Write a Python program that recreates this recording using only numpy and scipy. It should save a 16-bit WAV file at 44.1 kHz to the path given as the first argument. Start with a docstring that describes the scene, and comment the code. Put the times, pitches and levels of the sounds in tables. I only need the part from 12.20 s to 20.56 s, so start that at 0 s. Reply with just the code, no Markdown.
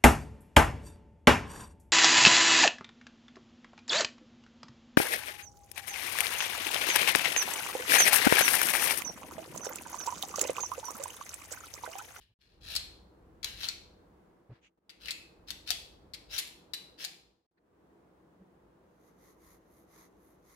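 """Peeling and slicing a cucumber

In a hard-walled kitchen a swivel peeler taps on, rasps through the skin and snaps free, its blade
chattering in the pivots and ringing near 4 kHz. Later a knife saws softly through the wet flesh.
Room noise, appliance hum and handling rumble lie underneath and dip three times;
in two of the dips everything drops briefly to silence."""
import sys
import numpy as np
from scipy import signal
from scipy.fft import rfft, irfft, next_fast_len
from scipy.io import wavfile
from scipy.ndimage import uniform_filter1d, map_coordinates

SR = 44100
rng = np.random.default_rng(int(sys.argv[2]) if len(sys.argv) > 2 else 0)


def to_wav(sig):
    """Store sig (one row per channel, or 1-D mono) as 16-bit WAV at the path in sys.argv[1].

    Samples outside -1..1 are clipped; the rate is SR.
    """
    pcm = np.clip(np.atleast_2d(sig), -1, 1) * 32767
    pcm = np.round(pcm).astype(np.int16)
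    wavfile.write(sys.argv[1], SR, pcm.T)  # frames by channels


N = 368631

# The blade knocks in its pivots. Each row: time in seconds, relative level in dB, loss per rebound
# in dB, ring pitch in Hz, then ring-on level, body, snap and lean to the left, all in relative dB.
PIVOT_KNOCKS = [(0.5518, -31.5, 11.5, 4465, -25, 4.5, 0.5, 5), (0.562, -24.5, 13, 4250, -15.5, -2, -4, 10),
                (1.2295, -38, 5.5, 4535, -21.5, 6, -10, 14), (1.2438, -28, 14.5, 3900, -17, -0.5, -5, 8),
                (1.4316, -34.5, 6.5, 4105, -22, 2.5, -18.5, 12),
                (1.4425, -33.5, 12, 4106, -26, -2, -15.5, 12.5),
                (1.486, -26.5, 24, 4363, -32, -6, -9, 12.5), (2.694, -49, 2, 4430, -24, 11, -4.5, 6),
                (2.857, -40.5, 14, 2882, -21.5, 7, -6.5, 6.5), (2.8835, -34, 13.5, 2576, -11, 12, -12.5, 6),
                (2.9071, -30, 13, 4300, -28, -9, 0, 6), (3.285, -47, 11.5, 4403, -23, -3, -14, 12),
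                (3.3042, -31.5, 14, 3695, -24.5, 0.5, -0.5, 16),
                (3.4751, -40, 13.5, 4666, -22.5, 3, -11, 7), (3.4895, -36, 19.5, 4350, -22.5, 0, -14.5, 9),
                (3.5042, -22.5, 17, 4557, -25.5, -2, 3, 7), (3.5145, -35, 9.5, 3370, -10.5, 13, 0, 0),
                (3.9357, -40, 1.5, 4284, -26, 9, -1, 8), (4.1798, -31, 13, 4320, -23.5, 8, 0.5, 12.5),
                (4.1843, -28, 3.5, 4210, -24, 3.5, 5.5, 5), (4.194, -39, 14.5, 3485, -12.5, 6, 0, 2),
                (4.274, -47.5, 16.5, 3660, -24, 3, 6, 7), (4.5351, -31, 6, 3975, -9.5, 5.5, 3.5, 8.5),
                (4.8413, -39, 26, 4720, -24, 9, -1, -0.5), (4.847, -31.5, 9, 4700, -31, 4, 0.5, 10.5)]
# Unbroken stretches of sound. Each row: start and end in seconds, relative room noise level in dB.
SOUND_STRETCHES = [(-0.5, 0.14, -71), (0.19, 2.591, -65), (2.575, 5.266, -65), (5.31, 8.72, -66.5)]


def amp(db):
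    """Decibels to gain."""
    return 10 ** (np.asarray(db) / 20)


def unit(x):
    """x at rms 1."""
    return x / np.sqrt(np.mean(x ** 2) + 1e-20)


def along(points, hz):
    """Read a curve of (Hz, value) points on a log frequency axis."""
    knots_hz, values = np.transpose(points)
    return np.interp(np.log(hz + 1), np.log(knots_hz + 1), values)


def progress(start, length):
    """Per sample, how far an event has come: 0 before it, 1 after it."""
    return np.clip((np.arange(N) / SR - start) / length, 0, 1)


def wobble(rate):
    """A smooth random curve, rate knots a second."""
    return map_coordinates(rng.standard_normal(int(N * rate / SR) + 4), [np.arange(N) * rate / SR])


def ripple(hz, depth_db, spacing_hz=260):
    """Chance peaks and valleys in dB: the grip and the cut never resonate twice alike."""
    knots = np.clip(rng.standard_normal(400), -2, 1)
    return depth_db * map_coordinates(knots, [hz / spacing_hz], mode="mirror")


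def filtered(x, response):
    """Equalise x with a gain given as a function of Hz."""
    n = x.shape[-1]
    size = next_fast_len(n + 4096)
    return irfft(rfft(x, size) * response(np.fft.rfftfreq(size, 1 / SR)), size)[..., :n]


def causal(gain):
    """The minimum-phase response with this gain: it rings only after the blow."""
    cepstrum = irfft(np.log(np.maximum(gain, 1e-6)))
    half = len(cepstrum) // 2
    cepstrum[1:half] *= 2
    cepstrum[half + 1:] = 0
    return np.exp(rfft(cepstrum))


def add(track, start, sound):
    """Mix a sound into the track at start seconds."""
    part = track[..., max(round(start * SR), 0):][..., :sound.shape[-1]]
    part += sound[..., :part.shape[-1]]


def pair(x, likeness):
    """Mix two unrelated signals to a left and right of the given likeness."""
    turn = np.arccos(np.clip(likeness, -1, 1)) / 2
    mid, side = np.cos(turn) * x[0], np.sin(turn) * x[1]
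    return np.array([mid + side, mid - side])


def diffuse(colour):
    """Coloured stereo noise of rms 1, nearly mono in the bass."""
    # Stereo image. Each row: frequency in Hz, left-right correlation.
    likeness = [(60, 0.93), (250, 0.9), (600, 0.2), (1400, 0.041), (12000, 0.05)]
    size = next_fast_len(N, True)
    hz = np.fft.rfftfreq(size, 1 / SR)
    spectrum = rfft(rng.standard_normal((2, size))) * amp(along(colour, hz))
    return unit(irfft(pair(spectrum, along(likeness, hz)))[:, :N])


def band_noise(hz, width_hz, shape):
    """Noise of rms 1 round a centre frequency, which may glide."""
    slow = filtered(rng.standard_normal((2,) + shape), lambda f: 1 / (1 + (2 * f / width_hz) ** 4))
    phase = 2 * np.pi * np.cumsum(hz * np.ones(shape[-1])) / SR
    return unit(slow[0] * np.cos(phase) + slow[1] * np.sin(phase))


def ruptures(rate, spread_db, life_s, hiss, n):
    """Plant cells burst under an edge: an envelope of tiny uneven puffs over a steady floor of hiss."""
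    bursts = rng.random(n) < rate / SR
    sizes = bursts * amp(spread_db * np.minimum(rng.exponential(size=n), 4))
    power = signal.lfilter([1], [1, -np.exp(-1 / (life_s * SR))], sizes ** 2)
    return np.sqrt((power / (power.mean() + 1e-9) + hiss) / (1 + hiss))


def background(air_db=3.0, rumble_db=2.5, hum_db=62.5, fade_in_s=0.38, fade_out_s=0.55, floor_db=-23):
    """Room noise, an appliance's wavering hum and lumpy handling rumble, fading with each stretch."""
    # Room tone, rumble tone and the hum's partials. Each row: frequency in Hz, relative level in dB.
    air_colour = [(35, -36), (60, -11.5), (108, -14.5), (184, -4), (244, -11), (330, -2.5), (363, -8),
                  (398, -6.5), (566, -11.5), (1010, -16), (2050, -28), (2350, -32), (4970, -40.5),
                  (12100, -45), (16000, -45.5)]
    rumble_colour = [(20, -26), (40, -9.5), (55, 2), (80, -5.5), (130, -13), (250, -22.5), (600, -47),
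                     (2000, -90)]
    hum_partials = [(183, -75.5), (336, -78), (484.5, -71.5)]
    # The rumble's fader ride. Each row: time in seconds, relative level in dB.
    handling = [(0.1, -61.5), (0.6, -59), (0.95, -67.5), (1.35, -56.5), (2.0, -72), (2.75, -76),
                (2.88, -62), (3.05, -71.5), (3.2, -64), (4.2, -66.5), (4.6, -78), (5.1, -73), (5.55, -85),
                (6.0, -78.5), (6.9, -81), (7.4, -71.5), (7.9, -79.5), (8.36, -73)]
    t = np.arange(N) / SR
    fade, room_gain = np.zeros(N), np.zeros(N)
    for start, end, db in SOUND_STRETCHES:
        ramp = progress(start, fade_in_s) * (1 - progress(end - fade_out_s, fade_out_s))
        gain = np.maximum(ramp, amp(floor_db)) * ((t >= start) & (t <= end))
        fade += gain
        room_gain += amp(db) * gain
    drift_s = 0.0009 * wobble(5.4)
    hum = sum(amp(db + hum_db) * np.sin(2 * np.pi * hz * (t + drift_s)) for hz, db in hum_partials)
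    air = amp(air_db) * diffuse(air_colour)
    ride_db = np.interp(t, *np.transpose(handling)) + 1.4 * wobble(13)
    rumble = amp(rumble_db + ride_db) * diffuse(rumble_colour)
    return room_gain * (air + hum) + fade * rumble


def kitchen(x, wet_db, early_db, early_t60=0.05, onset_s=0.0027):
    """The counter and nearby bodies answer at once; hard walls ring on. Each direction has its paths."""
    # Reverb decay. Each row: frequency in Hz, seconds to fall 60 dB.
    decay_times = [(200, 0.87), (1500, 0.45), (4000, 0.49), (8000, 0.42), (15000, 0.4)]
    # Tone of the reflections. Each row: frequency in Hz, relative level in dB.
    wall_colour = [(300, -0.5), (2500, 3), (4500, -5), (8000, -2.5), (15000, -6.5)]
    shape = (2, len(x), SR * 3 // 4)
    hz, frame_s, noise = signal.stft(rng.standard_normal(shape), SR, nperseg=256)
    tail_db = -60 * frame_s / along(decay_times, hz)[:, None] + along(wall_colour, hz)[:, None]
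    tail = signal.istft(noise * amp(tail_db), SR, nperseg=256)[1][..., :shape[-1]]
    t = np.arange(shape[-1]) / SR
    early = rng.standard_normal(shape) * amp(-60 * t / early_t60)
    onset = np.minimum(t / onset_s, 1) ** 2
    impulse = (amp(wet_db) * unit(tail) + amp(early_db) * unit(early)) * onset / np.sqrt(tail[0].size)
    size = next_fast_len(N + SR, True)
    reverb = irfft((rfft(x, size) * rfft(impulse, size)).sum(axis=1), size)[:, :N]
    return reverb * amp([[0.7], [-0.7]])  # leans slightly left


def hand_bumps(brush_db=-12.0):
    """A soft bump of the hands is a few dull cycles with a little brushing noise."""
    # Each row: start in seconds, length in seconds, pitch in Hz, level in dB.
    bumps = [(0.088, 0.041, 109, -68), (2.291, 0.05, 119.5, -44.5), (6.19, 0.0585, 191.6, -55)]
    out = np.zeros(N)
    for start, length, hz, db in bumps:
        t = np.arange(int(length * SR)) / SR
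        brush = unit(filtered(rng.standard_normal(SR), lambda f: 1 / (1 + (f / 700) ** 2) ** 1.4))
        swell = np.abs(np.sin(np.pi * t / length)) ** 0.57
        add(out, start, amp(db) * swell * (np.cos(2 * np.pi * hz * t) + amp(brush_db) * brush[:len(t)]))
    return out


def swishes(swish_db=1.0, upper_db=-13, upper_ratio=2.49):
    """Faint, grainy swells of noise between the strokes, each with a weaker band above it."""
    # Each row: start in seconds, length in seconds, centre in Hz, width in Hz, relative level in dB.
    swells = [(2.275, 0.15, 1660, 1700, -70), (2.405, 0.099, 2620, 1340, -65),
              (5.368, 0.031, 1710, 700, -76.5)]
    out = np.zeros((2, N))
    for start, length, hz, width_hz, db in swells:
        n = int(length * SR)
        grain = ruptures(rate=900, spread_db=-1.7, life_s=0.00092, hiss=1, n=n)
        grit = grain * rng.standard_normal((2, n))
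        peak = lambda f, centre: 1 / (1 + (2 * (f - centre) / width_hz) ** 2)
        band = filtered(grit, lambda f: peak(f, hz) + amp(upper_db) * peak(f, upper_ratio * hz))
        add(out, start, amp(db + swish_db) * signal.windows.hann(n) * unit(band))
    return out


def knife(drag_db=2.5, cut_db=-0.5, fizz_db=-1.0, rest_db=-87.5, late_peak=1.26, sharpness=1.3):
    """A knife saws wet flesh: juice fizzes with speed; under pressure the flat drags, the edge cuts."""
    # Strokes to and fro. Each row: start and length in seconds, relative level in dB, pressure in dB.
    strokes = [(6.79, 0.14, -79, -2), (6.957, 0.2, -71, -2), (7.162, 0.23, -67, -4),
               (7.461, 0.2, -72.5, -9), (7.658, 0.24, -67, -1), (7.959, 0.21, -74, -11.5),
               (8.21, 0.21, -70, -1.5)]
    # Tone of the flat, the edge and the juice. Each row: frequency in Hz, relative level in dB.
    flat_colour = [(500, -26), (1100, 5.5), (1600, -7), (2030, 1.5), (2400, -9), (3000, -26), (5000, -50)]
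    edge_colour = [(2500, -34), (3100, -9), (3900, -1.5), (5200, -4), (6500, 4.5), (7700, -13.5),
                   (10000, -29)]
    juice_colour = [(5000, -44), (7700, -11), (9500, 2), (11500, 8.5), (12600, 3), (13600, 5), (14500, -3),
                    (16000, -20)]
    sliding = pressing = amp(rest_db) * progress(strokes[0][0] - 0.2, 0.19)  # once in, never quite still
    for start, length, db, pressure_db in strokes:
        speed = np.abs(np.sin(np.pi * progress(start, length) ** late_peak)) ** sharpness
        sliding = sliding + amp(db) * speed
        pressing = pressing + amp(db + pressure_db) * speed
    cells = ruptures(rate=1100, spread_db=-1.0, life_s=0.00073, hiss=0.7, n=N)
    crackle = cells * pair(rng.standard_normal((2, N)), likeness=0.096)
    drag, cut, fizz = [unit(filtered(crackle, lambda hz: amp(along(colour, hz))))
                       for colour in (flat_colour, edge_colour, juice_colour)]
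    return pressing * (amp(drag_db) * drag + amp(cut_db) * cut) + amp(fizz_db) * sliding * fizz


def peeler_rings(ring_db=-2.5, blade_t60=0.43, handle_hz=740, handle_t60=0.032, waver_hz=90):
    """After a knock the blade or the hollow handle rings on; the fingers keep the pitch impure."""
    # Hard releases knock the plastic handle. Each row: time in seconds, relative level in dB.
    handle_knocks = [(0.553, -44), (3.505, -37), (4.847, -43)]
    out, t = np.zeros((4, N)), np.arange(SR // 3) / SR
    blade = [(start, hz, db + ring_on_db, blade_t60) for start, db, _, hz, ring_on_db, *_ in PIVOT_KNOCKS]
    handle = [(start, handle_hz, db, handle_t60) for start, db in handle_knocks]
    attack = 1 - np.exp(-t / 0.0013)
    for start, hz, db, t60 in blade + handle:
        waver = filtered(rng.standard_normal((4, len(t))), lambda f: f < waver_hz)
        phase = 2 * np.pi * (hz * t + rng.random((4, 1))) + unit(waver)
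        add(out, start, amp(db + ring_db - 60 * t / t60) * attack * np.sin(phase))
    return out


def pivot_clacks(clack_db=-13.5, ring_db=-5.0, width_hz=420, contacts=3, rebound_s=0.0052):
    """Each knock is a crack plus a damped blade resonance that shifts with the grip; rebounds follow."""
    # Tone of the crack. Each row: frequency in Hz, relative level in dB.
    crack_colour = [(240, -49.5), (400, -20), (1560, -16.5), (2090, -12), (3210, -8), (4310, 0.5),
                    (5780, -10), (6640, -8.5), (9920, -13.5), (11400, -9), (12700, -17.5), (13900, -14.5),
                    (16000, -32)]
    attack_s, rattle_db, rattle_t60, size = 0.0012, -14.5, 0.033, 4096
    out, t = np.zeros((4, N)), np.arange(size) / SR
    hz = np.fft.rfftfreq(size, 1 / SR)
    blow = t / attack_s * np.exp(1 - t / attack_s) + amp(rattle_db - 60 * t / rattle_t60)
    for start, first_db, loss_db, ring_hz, _, body_db, snap_db, left_db in PIVOT_KNOCKS:
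        tilt_db = along([(900, -5), (2200, body_db), (4200, 1.0), (9000, snap_db)], hz)
        resonance = 1j * hz * width_hz / (ring_hz ** 2 - hz ** 2 + 1j * hz * width_hz)
        for contact in range(contacts):
            burst = rfft(rng.standard_normal((4, size)) * blow)
            colour_db = along(crack_colour, hz) + tilt_db + ripple(hz, depth_db=4.0)
            crack = irfft(burst * causal(amp(colour_db)))
            ring = irfft(burst * resonance)
            knock = np.array([unit(unit(c) + amp(ring_db) * unit(r)) for c, r in zip(crack, ring)])
            knock[1] *= amp(4.5 - left_db)  # the hands shade the right side more or less
            add(out, start + contact * rebound_s, amp(clack_db + first_db - contact * loss_db) * knock)
    return out


def skin_rasp(rasp_db=-1.0, bright_db=-1.5, strip_hz=4900, rise_hz=900, touch_s=0.016, ease_db=-3):
    """The blade splits the skin: a harder bite brightens the crackle and makes the strip sing higher."""
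    # Peeling strokes; the first two rows are faint, fading tails of strokes. Each row: start, end and
    # settling time in seconds, then first level, settled level and singing strip level in relative dB.
    strokes = [(0.0, 0.099, 0.073, -60, -82, -12.5), (0.198, 0.392, 0.16, -69.5, -76, -10),
               (0.402, 0.553, 0.108, -62.5, -43, -11), (1.245, 1.36, 0.07, -44, -52.5, -12),
               (1.355, 1.482, 0.075, -54.5, -41.5, -13), (2.794, 2.903, 0.1, -61, -45.5, -9),
               (3.269, 3.301, 0.012, -51, -49, -7.5), (3.455, 3.498, 0.04, -58, -40, -9),
               (4.083, 4.179, 0.056, -64, -40.5, -4), (4.774, 4.839, 0.05, -58, -42.5, -5)]
    # Tone of the tearing skin. Each row: frequency in Hz, relative level in dB.
    skin_colour = [(290, -51.5), (500, -23), (1110, -23), (1620, -13), (2070, -14.5), (2610, -8),
                   (3700, -8), (4090, -2), (4530, -10.5), (5390, -14.5), (7860, -21), (9630, -20),
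                   (10800, -14.5), (16000, -27.5)]
    colour = lambda hz: amp(along(skin_colour, hz) + ripple(hz, depth_db=3.2))
    out = np.zeros((4, N))
    for start, end, settle_s, first_db, settled_db, strip_db in strokes:
        n = round((end - start) * SR)
        shape, done = (4, n), np.linspace(0, 1, n)
        t = done * (end - start)
        # The blade sinks in softly; the skin gives way just before the end.
        force_db = np.interp(t, [0, settle_s], [first_db, settled_db]) + ease_db * done ** 8
        force = amp(force_db) * np.minimum(t / touch_s, 1)
        cells = ruptures(rate=600, spread_db=1.36, life_s=0.00027, hiss=0.38, n=n)
        first, last = [unit(filtered(cells * rng.standard_normal(shape), colour)) for _ in range(2)]
        travel = done ** 2  # the resonances shift as the blade gathers speed
        crackle = first * np.sqrt(1 - travel) + last * np.sqrt(travel)
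        treble = filtered(crackle, lambda hz: 1 / (1 + (7000 / (hz + 1)) ** 8))
        bite = np.clip(force / amp(-40), 1e-6, 1)
        treble_gain = amp(bright_db) * bite ** 0.18
        strip = amp(strip_db) * cells * band_noise(strip_hz + rise_hz * bite, width_hz=900, shape=shape)
        add(out, start, amp(rasp_db) * force * (crackle + (treble_gain - 1) * treble + strip))
    return out


def scene():
    """The mix. The peeler radiates four ways: two arrive directly as left and right, all feed the room."""
    # The peeler is nearer on the left. Each row: frequency in Hz, left boost and equal right cut in dB.
    left_bias = [(600, -7), (1300, 9), (2400, 2.5), (4400, 3.5), (8000, 2), (13000, 3.5)]
    peeler = skin_rasp() + pivot_clacks() + peeler_rings()
    direct = peeler[:2] + 0.024 * peeler[1::-1]  # a trace of each side bleeds into the other
    panned = filtered(direct, lambda hz: amp(along(left_bias, hz) * [[1], [-1]]))
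    reverb = kitchen(peeler, wet_db=-4.5, early_db=-1.5)
    return panned + reverb + knife() + swishes() + hand_bumps() + background()


def record(dry, top_hz=16150):
    """Mute the gaps between stretches, double the gain where two overlap, and cut the extreme treble."""
    t = np.arange(N) / SR
    gate = sum(1.0 * ((t >= start) & (t <= end)) for start, end, _ in SOUND_STRETCHES)
    return filtered(dry * uniform_filter1d(gate, size=256), lambda hz: hz < top_hz)


dry = scene()
out = record(dry)
to_wav(out)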